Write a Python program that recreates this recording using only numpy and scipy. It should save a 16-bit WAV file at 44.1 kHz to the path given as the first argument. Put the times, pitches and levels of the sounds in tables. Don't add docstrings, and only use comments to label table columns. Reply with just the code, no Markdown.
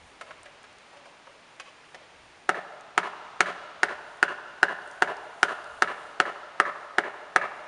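import sys
import numpy as np
from scipy import signal
from scipy.fft import rfft, irfft, next_fast_len
from scipy.io import wavfile
from scipy.ndimage import map_coordinates

SR = 44100
rng = np.random.default_rng(int(sys.argv[2]) if len(sys.argv) > 2 else 0)


def transcribe(u):
    v = np.clip(np.atleast_2d(u).T, -1, 1)
    q = np.round(v * 32767).astype(np.int16)
    wavfile.write(sys.argv[1], SR, q)


def voltage_ratio(level):
    return 10 ** (np.asarray(level, float) / 20)


N = 338247

# (frequency [Hz], relative level [dB])
FIBRE_COLOUR = [(400, -89), (1500, 16.5), (3000, 10.5), (5000, 3), (7000, 0.5), (10000, -2), (14000, 2.5)]
# (first return [s], hold [s], level [dB], time to fall 60 dB [s])
ECHO_CLOUDS = [(.007, 0.0014, -32.5, 0.13), (0.052, .045, -39.5, 0.067), (0.017, .1, -46.5, 2.2)]


def unit(x):
    return x / np.sqrt(np.mean(x ** 2) + 1e-20)


def along(points, hz):
    point_hz, value = np.transpose(points)
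    return np.interp(np.log(hz + 1), np.log(point_hz + 1), value)


def filtered(x, response):
    n = np.shape(x)[-1]
    padded = next_fast_len(n + 8192)
    spectrum = rfft(x, padded) * response(np.fft.rfftfreq(padded, 1 / SR))
    return irfft(spectrum, padded)[..., :n]


def noise(colour, n):
    white = rng.standard_normal(n)
    return unit(filtered(white, lambda hz: voltage_ratio(along(colour, hz))))


def wobble(rate):
    knots = rng.standard_normal(int(N * rate / SR) + 4)
    return map_coordinates(knots, [np.arange(N) * rate / SR])


def add(track, s, sound):
    part = track[round(s * SR):][:len(sound)]
    part += sound[:len(part)]


def air():
    # (frequency [Hz], relative level [dB per Hz])
    hush_colour = [(59, -12), (100, -8), (171, -2.5), (200, -8.5), (234, -3.5), (369, -3), (582, -2.5),
                   (800, -1), (2520, -6), (9500, -26), (11400, -40), (14800, -59), (22000, -120)]
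    needle_colour = [(4000, -38), (6500, -3), (9000, -5), (11000, 3), (13000, -30)]
    puff_colour = [(15, -19), (40, -8.5), (70, -4), (120, -11), (250, -66)]
    # (time [s], level [dB])
    rustle_levels = [(0, -69), (.3, -70), (.5, -75), (2.4, -72), (3.5, -84), (4.15, -69), (4.4, -77),
                     (4.7, -75), (4.88, -63.5), (5.15, -69), (5.4, -65), (5.9, -65.5), (6.5, -75.5),
                     (7.67, -72)]
    # (time [s], level [dB])
    puff_levels = [(0, -60), (.25, -70), (.7, -75), (1.3, -98), (1.9, -85), (2.27, -65), (2.6, -87),
                   (3.5, -74), (4.4, -73), (4.75, -80), (5.04, -61), (5.35, -78), (5.9, -65.5), (6.5, -76),
                   (7.2, -77), (7.67, -70)]
    t = np.arange(N) / SR
    hush_db = -53.5 + 0.6 * wobble(3)
    rustle_db = np.interp(t, *np.transpose(rustle_levels)) + 1.5 * wobble(12)
    puff_db = np.interp(t, *np.transpose(puff_levels)) + 2.5 * wobble(7)
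    hush = voltage_ratio(hush_db) * noise(hush_colour, N)
    rustle = voltage_ratio(rustle_db) * noise(needle_colour, N)
    puffs = voltage_ratio(puff_db) * noise(puff_colour, N)
    return hush + rustle + puffs


def contact_band(hz, n):
    colour = [(hz / 3, -40), (hz / 1.5, -10), (hz, 0), (hz * 1.5, -10), (hz * 4, -30), (22000, -50)]
    return noise(colour, n)


def taps():
    # (time [s], level [dB], centre [Hz], rasp level [dB], low knock level [dB])
    knocks_on_bark = [(0.21, -32.5, 1330, -4, -2.5), (0.307, -34.5, 1290, -30, -28),
                      (0.639, -42.5, 1410, -6, -16), (1.27, -40.5, 980, -31, -2),
                      (1.598, -32, 1450, -0.5, -8), (1.945, -36.5, 1780, -4, -2.5)]
    # (time [s], level [dB], centre [Hz], fade time [s])
    scrapes = [(0.276, -51, 1220, 0.015), (0.456, -42.5, 1780, .043), (0.929, -49, 800, 0.079),
               (0.969, -43.5, 1340, 0.026), (1.054, -46, 900, 0.081)]
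    knock_fade_s = 0.027
    scrape_rasp_db, scrape_low_db = -6.5, -8
    t = np.arange(SR // 10) / SR
    contacts = [(*row, knock_fade_s) for row in knocks_on_bark]
    contacts += [(s, db, hz, scrape_rasp_db, scrape_low_db, fade_s) for s, db, hz, fade_s in scrapes]
    events = []
    for s, db, hz, rasp_db, low_db, fade_s in contacts:
        burst = contact_band(hz, len(t))
        burst += voltage_ratio(low_db) * contact_band(600, len(t))
        burst += voltage_ratio(rasp_db) * noise(FIBRE_COLOUR, len(t))
        onset = 1 - np.exp(-t / 0.00049)
        fade = voltage_ratio(db - 4.5 - 60 * (t / fade_s) ** 2)
        events.append((s, fade * onset * burst, 0))
    return events


def scatter():
    # (frequency [Hz], slope [dB/s])
    ageing = [(150, -63), (400, -8.5), (1000, 7.5), (2000, -14.5), (4000, 4), (10000, -26)]
    n = round(1.2 * SR)
    rise_s = 0.002
    hz, t, z = signal.stft(rng.standard_normal(n), SR, nperseg=512)
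    aged = z * voltage_ratio(t * along(ageing, hz)[:, None])
    tail = signal.istft(aged, SR, nperseg=512)[1][:n]
    t = np.arange(n) / SR
    power = 0
    for first, hold, db, t60 in ECHO_CLOUDS:
        rise = np.clip((t - first) / rise_s, 0, 1)
        fade = voltage_ratio(db - 60 * np.maximum(t - first - hold, 0) / t60)
        power = power + (rise * fade) ** 2
    return tail * np.sqrt(power)


def stand():
    count = 14
    first, hold = ECHO_CLOUDS[1][:2]
    place = rng.random(count)
    girth, size = rng.standard_normal((2, count))
    delay = first + hold * place
    hz = 1305 * np.exp(2.3 * girth)
    db = -19 + size
    return list(zip(delay, hz, db))


def forest(events, same, cycles):
    # (delay [s], frequency [Hz], level [dB])
    clear_trunks = [(.0135, 555, -21), (.029, 1500, -22), (.052, 1700, -6), (0.0624, 1540, -13),
                    (0.071, 1040, -11), (0.078, 1060, -6.5), (.097, 1470, -14), (.157, 970, -11),
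                    (.219, 756, -15), (0.23, 1440, -19.5), (.243, 623, -16.5)]
    # (frequency [Hz], level [dB])
    bark_colour = [(150, 4.5), (380, -5), (600, 7.5), (760, -6), (1050, -1), (1400, -8.5), (1800, -6.5),
                   (2500, -1), (4000, -3.5), (7000, -6.5), (11000, -6)]
    ground_delay_s, ground_db, ground_dull_hz = 0.0054, -6, 2570
    still = np.sqrt(same) * scatter()
    t = np.arange(SR // 40) / SR
    for delay, hz, db in clear_trunks + stand():
        fading = np.exp(-t * hz / cycles)
        answer = np.cos(2 * np.pi * hz * t) * 2 * fading / fading.sum()
        add(still, delay, voltage_ratio(db) * answer)
    out = np.zeros(N)
    for s, echoed, direct_only in events:
        sound = echoed + direct_only
        fresh = np.sqrt(1 - same) * scatter()
        echoes = filtered(still + fresh, lambda hz: voltage_ratio(along(bark_colour, hz)))
        bounce = filtered(sound, lambda hz: 1 / (1 + 1j * hz / ground_dull_hz))
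        add(out, s, sound)
        add(out, s + ground_delay_s, voltage_ratio(ground_db) * bounce)
        add(out, s, signal.fftconvolve(echoed, echoes))
    return signal.sosfilt(signal.butter(4, 150, "high", fs=SR, output="sos"), out)


def twigs():
    # (time [s], level [dB], centre [Hz])
    ticks = [(0.4319, -38, 9700), (0.631, -41, 9420), (0.7292, -49, 5230), (0.7853, -46, 6590),
             (1.3296, -53, 5830), (1.5645, -50, 6500), (2.8092, -41.5, 7610), (4.172, -47, 8430),
             (4.8762, -43.5, 9700), (4.913, -41, 6160), (5.1684, -40, 5100), (5.643, -41, 5160)]
    t = np.arange(SR // 50) / SR
    out = np.zeros(N)
    for s, db, hz in ticks:
        colour = [(hz / 3, -25), (hz / 1.3, -3), (hz, 0), (hz * 1.5, -5), (22000, -20)]
        fade = voltage_ratio(db - 5.5 - 60 * t / 0.012)
        add(out, s, fade * noise(colour, len(t)))
    return out


def ringing(modes, t):
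    spread_db = 1.8
    detune = 0.02
    total = 0
    for hz, db, t60, sense in modes:
        strength = voltage_ratio(db + spread_db * rng.standard_normal() - 60 * t / t60)
        pitch = hz * (1 + detune * rng.standard_normal())
        total = total + np.sign(sense) * strength * np.sin(2 * np.pi * pitch * t)
    return total


def hatchet():
    # (time [s], level [dB], ring [Hz], ring level [dB], crack level [dB])
    strikes = [(2.491, -3, 1294, -4, -2.5), (2.977, -3, 1300, 1.5, 0.5), (3.405, -1.5, 1342, 0, 2.5),
               (3.831, -6.5, 1423, 4.5, 3.5), (4.227, -4.5, 1429, 4, 0), (4.629, -2.5, 1460, -2, -2),
               (5.021, -2, 1400, -1.5, -2.5), (5.429, -4.5, 1430, 4, 3.5), (5.821, -1, 1394, -5, -2.5),
               (6.2, -1.5, 1348, -2.5, -2.5), (6.599, -4, 1260, -1, -2), (6.983, -1.5, 1356, -5, -7.5),
               (7.36, 0, 1300, -2.5, -5.5)]
    # (frequency [Hz], relative level [dB], time to fall 60 dB [s], sense of the first swing [+1 or -1])
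    thud_modes = [(220, -32.5, 0.065, 1), (408, -11.5, 0.02, -1), (600.5, -21.5, 0.025, -1),
                  (713, -7.5, 0.015, -1), (914, -9, 0.011, 1)]
    knock_modes = [(1766, -3, 0.011, 1), (2208, -18, 0.01, -1), (2875, -24, 0.019, 1),
                   (3580, -32, 0.0029, -1)]
    thud_db, thud_follows, thud_db_per_s = -1.5, 0.39, 0.12
    ring_t60_s = 0.014
    low_cut_hz = 244
    hum_hz, hum_db, hum_t60_s, hum_db_per_s = 179, -36, 0.2, -3
    ahead_s = 0.0026
    bite = (650, -20, 0.009, -1)
    t = np.arange(SR // 4) / SR
    click = 1. * (np.arange(len(t)) == SR // 1400)
    snap = filtered(click, lambda hz: voltage_ratio(along(FIBRE_COLOUR, hz)))
    blows = []
    for s, db, ring_hz, ring_db, crack_db in strikes:
        since_first = s - strikes[0][0]
        low_db = thud_db - (1 - thud_follows) * db + thud_db_per_s * since_first
        wood = voltage_ratio(low_db) * ringing(thud_modes, t)
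        wood += ringing(knock_modes, t)
        wood += ringing([(ring_hz, ring_db, ring_t60_s, -1)], t)
        wood *= 1 - np.exp(-t / 0.0003)
        wood = filtered(wood, lambda hz: 1 / (1 - 1j * low_cut_hz / (hz + 1)) ** 2)
        hum = ringing([(hum_hz, hum_db + hum_db_per_s * since_first, hum_t60_s, 1)], t)
        wood += hum * (1 - np.exp(-t / 0.012))
        fibre_fade = voltage_ratio(-16.5 - 60 * t / 0.012) + voltage_ratio(-25 - 60 * t / 0.06)
        fibres = fibre_fade * noise(FIBRE_COLOUR, len(t))
        echoed = ringing([bite], t)
        add(echoed, ahead_s, wood + voltage_ratio(crack_db - 6) * snap)
        direct_only = np.zeros(len(t))
        add(direct_only, ahead_s, voltage_ratio(crack_db) * fibres)
        start = s + 0.000985 - ahead_s
        blows.append((start, voltage_ratio(db) * echoed, voltage_ratio(db) * direct_only))
    return blows


def scene():
    wood = forest(hatchet() + taps(), same=0.75, cycles=2)
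    return (wood + twigs() + air())[None]


def low_pass(x):
    return signal.sosfilt(signal.butter(12, 11500, fs=SR, output="sos"), x)


def record(dry):
    # (frequency [Hz], level [dB])
    treble_limit = [(20, -3.5), (9500, 1.5), (10500, -11), (11200, -18.5), (11700, -66), (22000, -70)]
    dip_hz, dip_width_hz, dip_depth = 7920, 520, 0.52

    def colour(hz):
        dip = 1 - dip_depth / (1 + ((hz - dip_hz) / dip_width_hz * 2) ** 2)
        return voltage_ratio(along(treble_limit, hz)) * dip

    coloured = filtered(dry, colour)
    mix = coloured / (1 + np.abs(coloured) ** 6) ** (1 / 6)
    return low_pass(mix)


dry = scene()
out = record(dry)
transcribe(out)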